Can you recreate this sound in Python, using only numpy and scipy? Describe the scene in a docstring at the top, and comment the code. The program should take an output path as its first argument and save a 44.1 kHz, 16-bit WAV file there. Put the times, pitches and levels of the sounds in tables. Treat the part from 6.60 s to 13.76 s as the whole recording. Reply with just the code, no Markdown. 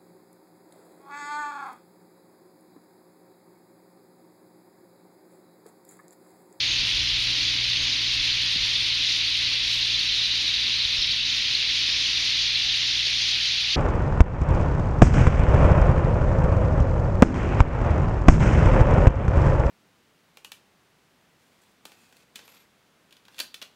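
"""A huge flock of starlings chatters on power lines under an evening sky.
Each call is a tone that slides, pulses and wavers. Hundreds of chirps, whistles and trills a
second run together with clicking bills, and the far birds melt into a bright wash of noise.
One bird rustles past. Below it all an engine hums at idle some way off, a far road rumbles,
and light wind and a hand bump the microphone."""
import sys
import numpy as np
from scipy import signal
from scipy.fft import rfft, irfft, next_fast_len
from scipy.io import wavfile
from scipy.ndimage import uniform_filter1d

SR = 44100
rng = np.random.default_rng(int(sys.argv[2]) if len(sys.argv) > 2 else 0)


def transcribe(u):
    """Save the signal u as a 16-bit wav file named by the first command-line argument.

    u: samples, shape (n,) or (channels, n), limited to [-1, 1]; the rate is SR.
    q: integer samples, one column per channel.
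    """
    v = np.clip(np.atleast_2d(u).T, -1, 1)
    q = np.round(v * 32767).astype(np.int16)
    wavfile.write(sys.argv[1], SR, q)


N = 315756

# How the voices spread over pitch. Each row: pitch in Hz, relative strength in dB.
VOICE_SPECTRUM = [(700, -38.5), (1250, -22), (1600, -15), (2000, -7), (2550, -2.5), (3000, -2),
                  (3350, -0.5), (3900, -1.2), (4300, -1.74), (4600, -3), (5100, -5.5), (6000, -10.5),
                  (6900, -20), (7700, -45), (9000, -112)]
# The flock's nearly steady din. Each row: time in seconds, gain in dB.
DIN_LEVEL = [(0, -24.5), (1.45, -25), (1.68, -24), (2.1, -24), (2.45, -24), (2.9, -24), (3.9, -25),
             (4.35, -24.5), (4.62, -25.5), (4.95, -24.5), (6.3, -24), (7.16, -24)]
# Voices above 5 kHz. Each row: time in seconds, boost in dB.
SHRILL_BOOST = [(0, 1.5), (1.1, 1.3), (1.9, 0.2), (2.2, -1.3), (4.2, -1.5), (4.42, 1), (4.62, -1.5),
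                (5.0, 0.5), (7.16, -0.5)]
# Voices below 3 kHz. Each row: time in seconds, boost in dB.
LOW_BOOST = [(0, 0.5), (1.7, -0.1), (3.0, -1.3), (3.9, -0.4), (4.5, -1), (4.85, 0), (7.16, -1.5)]
# The hissing top of the calls. Each row: frequency in Hz, relative strength in dB.
SIZZLE_SPECTRUM = [(5000, -13), (7300, 6.5), (7900, -22), (8400, 5.5), (9200, 6), (9900, -8), (12400, -3),
                   (13200, -12), (14200, -30)]
# Harsh rasps lift that hiss. Each row: middle and length in seconds, boost in dB.
RASPS = [(.28, .14, 3.5), (.63, 0.16, 5), (1.95, 0.14, 1), (4.46, 0.32, 1), (5.18, 0.11, 3),
         (5.63, 0.36, 2), (6.25, .12, 0)]
# The whistling swells. Each row: middle and length in seconds, boost in dB.
WHISTLE_BOUTS = [(3.93, 3.1, 9.5)]
# Close birds. Each row: start and length in seconds, pitch in Hz, slide in octaves, level in dB.
NEAR_CALLS = [(0.065, 0.1, 6320, -0.028, -36), (1.13, .13, 6280, 0.17, -39),
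              (2.461, 0.021, 3780, 0.05, -21), (3.584, 0.0097, 3820, -0.17, -21),
              (3.61, 0.015, 3900, -0.18, -23), (4.365, 0.11, 5300, -0.064, -29.5),
              (4.087, 0.11, 4020, 0.058, -30), (4.48, 0.056, 3950, 0.02, -28),
              (4.951, 0.0055, 4010, -.1, -16), (5.268, 0.11, 5230, 0.098, -31.5),
              (5.53, 0.13, 5500, -0.2, -38), (5.943, 0.025, 3740, -0.32, -25),
              (6.076, 0.049, 3420, .1, -23), (6.19, 0.15, 5370, 0.13, -36), (6.49, .1, 5460, -0.056, -35)]
# A bird flies past. Each row: middle and length in seconds, level in dB.
FLUTTERS = [(3.145, .2, -47), (3.265, 0.15, -57)]
# Its rustling feathers. Each row: frequency in Hz, relative strength in dB.
FEATHER_SPECTRUM = [(3000, -10), (6500, 10), (9000, 0), (10200, -8), (12600, -1), (13400, -11),
                    (14200, -28)]
# The engine sags and picks up again. Each row: time in seconds, firings per second.
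ENGINE_SPEED = [(0, 119.7), (1.4, 117.8), (2.6, 115.6), (4.1, 115.4), (4.8, 117.1), (7.16, 118.7)]
# The engine's loudness. Each row: time in seconds, level in dB.
ENGINE_LEVEL = [(0, -47.5), (1.3, -46.5), (2.1, -51), (4.0, -52.5), (4.9, -55.5), (5.9, -53), (7.16, -54.5)]
# The engine's tones. Each row: multiple of the firing rate, boost in dB.
ENGINE_TONES = [(1, 1.5), (1.5, -11), (2.5, -17.5)]
# Wind on the microphone. Each row: frequency in Hz, relative strength in dB.
WIND_SPECTRUM = [(15, -7), (40, 4.5), (75, -1.5), (105, -1.5), (170, -19), (300, -18), (600, -36)]
# Gusts. Each row: middle and length in seconds, boost in dB.
GUSTS = [(.36, 1.4, 9), (1.3, 3, 6.5), (2.1, 0.42, 4), (3.1, 1.5, 4), (4.55, 1.5, 3.5)]
# Knocks of the hand. Each row: start in seconds, gain in dB, final pitch in Hz, decay in seconds.
BUMPS = [(0.233, -34, 80.4, 0.0076), (0.403, -31, 45, 0.011), (1.592, -30, 32, 0.015),
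         (1.959, -29, 85, 0.0078), (1.979, -35, 48, 0.025), (2.034, -34, 48, .012), (2.225, -35, 34, .018),
         (4.254, -31, 42, .008), (4.387, -31.5, 30, 0.016), (4.496, -35, 35, 0.0099),
         (5.286, -39, 130, 0.0086), (6.106, -37, 26, .016), (6.468, -40, 247, 0.0073)]
# Far traffic. Each row: frequency in Hz, relative strength in dB.
ROAD_SPECTRUM = [(60, 3), (140, 11), (200, 3), (300, 11.5), (400, -1.5), (510, 2.5), (650, -0.5), (820, -1),
                 (1020, 4.5), (1300, -0.5), (2500, -13)]
# The traffic recedes. Each row: time in seconds, level in dB.
ROAD_LEVEL = [(0, -48), (1.1, -48.5), (1.5, -50.5), (4.5, -50.5), (7.16, -52)]
# The tyres sing louder. Each row: middle and length in seconds, boost in dB.
WHINE_SWELLS = [(6.06, .25, 5), (6.75, .3, 6), (7.08, 0.18, 4)]
# The road's hum swells. Each row: middle and length in seconds, boost in dB.
DRONE_SWELL = [(4.4, 3.6, 10)]


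def flock():
    """Chips, chirps and trills from the wires overhead, in front of the wash of the far birds."""
    chips = chorus(count=1100, focus=2.354, length_s=0.011, glide_octaves=0.26,
                   pulse_hz=62, pulsing=0.24, rasp_hz=61, spread_db=3)
    chirps = chorus(count=1000, focus=1.7, length_s=0.055, glide_octaves=0.29,
                    pulse_hz=90.5, pulsing=0.45, rasp_hz=90, spread_db=1.5)
    trills = chorus(count=1050, focus=2.3, length_s=0.09, glide_octaves=0.1478,
                    pulse_hz=35.08, pulsing=4.3, rasp_hz=198.3, spread_db=0)
    overhead = unit_level(from_db(-2) * chips + from_db(-4.5) * chirps + trills)
    far_birds = noise(VOICE_SPECTRUM) * from_db(0.5 * drift(90))
    din = from_db(-4) * overhead + from_db(-1.79) * far_birds
    # the low and the shrill voices come and go around a steady middle
    body, low = keep_below(din, hz=5000), keep_below(din, hz=3000)
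    middle = body - low
    shrill = from_db(1.7 * drift(7.4)) * (din - body)
    voices = from_db(curve(LOW_BOOST)) * low + middle + from_db(curve(SHRILL_BOOST)) * shrill
    clicks = from_db(-11) * bill_clicks()
    return from_db(curve(DIN_LEVEL)) * (voices + sizzle(shrill)) + clicks


def chorus(count, focus, length_s, glide_octaves, pulse_hz, pulsing, rasp_hz, spread_db):
    """Birds call one after another, each with its own pitch, pace, distance and ground echo."""
    echo_db, longest_echo_s = -9, 0.09
    out, draws = np.zeros(N), rng.random((count, 6))
    pitches = voice_pitches(count, focus)
    strength_db = 0.74 * at_hz(VOICE_SPECTRUM, pitches)   # voices weaken at the ends of their range
    for turn, (when, span, bend, pace, far, late) in enumerate(draws):
        note_s = length_s * 2 ** (span - 0.5)
        glide = glide_octaves * (2 * bend - 1.2)
        note = call(note_s, pitches[turn], glide, pulse_hz * 2 ** ((pace - 0.5) / 2), pulsing, rasp_hz)
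        start_s = (turn + 2 * when) / count * (N / SR + 2 * length_s) - 2 * length_s
        level_db = strength_db[turn] - spread_db * far
        add(out, start_s, from_db(level_db) * note)
        add(out, start_s + longest_echo_s * late, from_db(level_db + echo_db) * note)
    return unit_level(out)


def call(length_s, hz, glide_octaves, pulse_hz, pulsing, rasp_hz, warble_octaves=0.04):
    """One note from a bird's voice box: it slides, wavers and beats in pulses that bend its pitch."""
    size = int(length_s * SR)
    progress = np.arange(size) / size
    beat = np.cos(2 * np.pi * (pulse_hz * length_s * progress + rng.random()))
    waver = np.interp(progress * length_s * 900, np.arange(400), rng.standard_normal(400))
    pitch = hz * 2 ** (glide_octaves * (progress - 0.5) + warble_octaves * beat) + rasp_hz * waver
    swell = np.sqrt(4 * progress * (1 - progress))
    pulses = np.maximum(1 + pulsing * beat, 0) ** 2   # pulsing above 1 chops the note into a trill
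    return swell * unit_level(pulses) * np.sin(2 * np.pi * np.cumsum(pitch) / SR)


def voice_pitches(count, focus):
    """Random pitches in Hz; a higher focus crowds them where the flock is loudest."""
    hz = np.arange(2000, 6200, 10)
    share = np.cumsum(from_db(focus * at_hz(VOICE_SPECTRUM, hz)) ** 2)
    return np.interp(even_draws(count, size=9), share / share[-1], hz)


def bill_clicks(per_second=14, hz=3770, width_s=0.00046, spread_db=21):
    """Snapping bills: tiny bursts of a few waves, uneven in pitch and strength."""
    out, t = np.zeros(N), np.arange(-60, 61) / SR
    for when, pitch, far in rng.random((int(per_second * N / SR), 3)):
        snap_hz = hz * 2 ** ((pitch - 0.5) / 2)
        snap = np.exp(-(t / width_s) ** 2) * np.cos(2 * np.pi * snap_hz * t)
        add(out, when * N / SR, from_db(-spread_db * far) * snap)
    return out


def sizzle(voices, smoothing_s=0.01, fade_db_per_s=0.3):
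    """The hissing top of the calls keeps step with the voices and flares in harsh rasps."""
    loudness = unit_level(uniform_filter1d(np.abs(voices), int(smoothing_s * SR)))
    level_db = -30 - fade_db_per_s * np.arange(N) / SR + swells(RASPS)
    flicker_db = 1.4 * drift(25)
    return from_db(level_db + flicker_db) * loudness ** 0.34 * noise(SIZZLE_SPECTRUM)


def tweets(per_second=80, length_s=0.008, middle_hz=4092, spread_octaves=0.419):
    """The nearer birds throw in very short, clean notes that sweep up or down."""
    out, count = np.zeros(N), int(per_second * N / SR)
    pitches = middle_hz * 2 ** (spread_octaves * (even_draws(count, size=4) - 0.5))
    for turn, (when, bend, span, far) in enumerate(rng.random((count, 4))):
        note = call(length_s * 2 ** (span - 0.5), pitches[turn], glide_octaves=0.17 * (2 * bend - 1.2),
                    pulse_hz=61, pulsing=0.25, rasp_hz=30, warble_octaves=0.0082)
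        add(out, (turn + 2 * when) / per_second, from_db(-25.5 - 7 * far) * note)
    return out


def whistles(per_second=120, length_s=0.0303, middle_hz=3878, spread_octaves=0.151):
    """A knot of birds takes turns on nearly one pitch, with clear notes that ring together."""
    out, count = np.zeros(N), int(per_second * N / SR)
    for turn, (when, pitch, bend, span, far) in enumerate(rng.random((count, 5))):
        hz = middle_hz * 2 ** (spread_octaves * (pitch - 0.5))
        note = call(length_s * 2 ** (span - 0.5), hz, glide_octaves=0.1 * (bend - 0.5),
                    pulse_hz=40, pulsing=0.21, rasp_hz=35.4, warble_octaves=0.01)
        add(out, (turn + when) / per_second, from_db(-4 * far) * note)
    return from_db(-40.5 + swells(WHISTLE_BOUTS)) * unit_level(out)


def near_birds():
    """Harsh squeals from the closest perches."""
    out = np.zeros(N)
    for start_s, length_s, hz, glide, level_db in NEAR_CALLS:
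        squeal = call(length_s, hz, glide, pulse_hz=67.5, pulsing=0.096, rasp_hz=254)
        add(out, start_s, from_db(level_db) * squeal)
    return out


def wings(beats_per_second=15):
    """Feathers brush the air: a bright rustle that pulses with the wingbeat."""
    passing = swells([(middle_s, length_s, from_db(db)) for middle_s, length_s, db in FLUTTERS])
    wingbeat_db = 1.5 * np.cos(2 * np.pi * beats_per_second * np.arange(N) / SR)
    return passing * from_db(wingbeat_db) * noise(FEATHER_SPECTRUM)


def engine():
    """An idling engine's firings make low tones; its turning crank hums an octave below them."""
    firing_hz = curve(ENGINE_SPEED) * (1 + 0.0028 * drift(3.5))
    phase = 2 * np.pi * np.cumsum(firing_hz) / SR
    level_db = curve(ENGINE_LEVEL)
    tones = sum(from_db(level_db + boost_db + 0.7 * drift(0.79)) * np.sin(multiple * phase)
                for multiple, boost_db in ENGINE_TONES)
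    crank = from_db(-53.5 + 0.7 * drift(3.7)) * np.sin(phase / 2)
    return np.sqrt(2) * (tones + crank)


def wind(breeze_db=-54):
    """Light wind rumbles on the microphone and rises in gusts."""
    return from_db(breeze_db + swells(GUSTS)) * noise(WIND_SPECTRUM)


def hand_bumps(sag_s=0.0057, attack_s=0.00069):
    """A hand knocks softly on the microphone; each thud sinks in pitch as it dies."""
    out, t = np.zeros(N), np.arange(SR // 5) / SR
    for start_s, gain_db, hz, decay_s in BUMPS:
        pitch = hz * (1 + 2.02 * np.exp(-t / sag_s))
        loudness = from_db(gain_db) * (1 - np.exp(-t / attack_s)) * np.exp(-t / decay_s)
        add(out, start_s, loudness * np.sin(2 * np.pi * np.cumsum(pitch) / SR))
    return out


def road():
    """Far traffic blurs into an uneven rumble that slowly recedes."""
    return from_db(curve(ROAD_LEVEL) + 1.2 * drift(5.2)) * noise(ROAD_SPECTRUM)


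def tyre_whine(start_s=5.85, rise_s=0.15):
    """Far tyres begin to sing: a thin, smeared tone that comes and goes."""
    fade_in = np.clip((np.arange(N) / SR - start_s) / rise_s, 0, 1)
    return from_db(-63 + swells(WHINE_SWELLS)) * fade_in * band_noise(hz=784, width_hz=36)


def road_drone():
    """A thin hum from the road that swells and fades."""
    return from_db(-71 + swells(DRONE_SWELL)) * band_noise(hz=233, width_hz=5.3)


def from_db(db):
    """Turn decibels into a number to multiply by."""
    return 10 ** (np.asarray(db) / 20)


def unit_level(x):
    """Scale a signal to an average (rms) level of 1."""
    return x / np.sqrt(np.mean(x ** 2) + 1e-20)


def curve(rows):
    """Join (time, value) rows with straight lines, one value per sample."""
    return np.interp(np.arange(N) / SR, *np.transpose(rows))


def swells(rows):
    """Each row rises and falls as one smooth arch."""
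    t = np.arange(N) / SR
    return sum(height * np.cos(np.pi * np.clip((t - middle_s) / length_s, -0.5, 0.5)) ** 2
               for middle_s, length_s, height in rows)


def at_hz(spectrum, hz):
    """A spectrum's strength in dB at the given frequencies."""
    points_hz, points_db = np.transpose(spectrum)
    return np.interp(np.log(hz + 1e-9), np.log(points_hz), points_db)


def add(out, start_s, sound):
    """Mix a sound in; what falls outside is dropped."""
    start = int(start_s * SR)
    first, last = max(start, 0), min(start + len(sound), N)
    if last > first:
        out[first:last] += sound[first - start:last - start]


def even_draws(count, size):
    """Random numbers from 0 to 1; every round of `size` draws covers the whole range."""
    order, within = rng.random((count // size + 1, 2, size)).transpose(1, 0, 2)
    return ((np.argsort(order, axis=1) + within) / size).ravel()[:count]


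def drift(rate):
    """A smooth random wobble of about size 1, with roughly `rate` turns a second."""
    memory = np.exp(-80 * np.pi * rate / SR)
    kicks = rng.standard_normal(N // 40 + 2002)   # one for every 40 samples
    slow = signal.lfilter([1], [1, -2 * memory, memory * memory], kicks)[2000:]
    return np.interp(np.arange(N) / 40, np.arange(len(slow)), unit_level(slow))


def noise(spectrum):
    """Steady noise shaped by a spectrum, dying away above its last row."""
    size = next_fast_len(N)
    hz = np.fft.rfftfreq(size, 1 / SR)
    gain = from_db(at_hz(spectrum, hz)) / np.maximum(hz / spectrum[-1][0], 1) ** 3
    return unit_level(irfft(rfft(rng.standard_normal(size)) * gain, size)[:N])


def band_noise(hz, width_hz):
    """Noise in a band so narrow that it has a pitch."""
    band = signal.butter(1, [hz - width_hz / 2, hz + width_hz / 2], "band", fs=SR, output="sos")
    return unit_level(signal.sosfilt(band, rng.standard_normal(N)))


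def keep_below(sound, hz):
    """Filter away what lies above a frequency."""
    return signal.sosfiltfilt(signal.butter(4, hz, fs=SR, output="sos"), sound)


def scene():
    """The birds and their background, mixed into one channel."""
    birds = flock() + tweets() + whistles() + near_birds() + wings()
    background = engine() + wind() + hand_bumps() + road() + tyre_whine() + road_drone()
    return (birds + background)[None]


def record(dry):
    """Fade both ends quickly and cut the highest treble steeply."""
    fade_s, cutoff_hz = 0.003, 14100
    samples_from_edge = np.minimum(np.arange(N), np.arange(N)[::-1])
    fade = np.minimum(samples_from_edge / (fade_s * SR), 1)
    return signal.sosfilt(signal.ellip(10, 0.1, 80, cutoff_hz, fs=SR, output="sos"), dry * fade)


dry = scene()
out = record(dry)
transcribe(out)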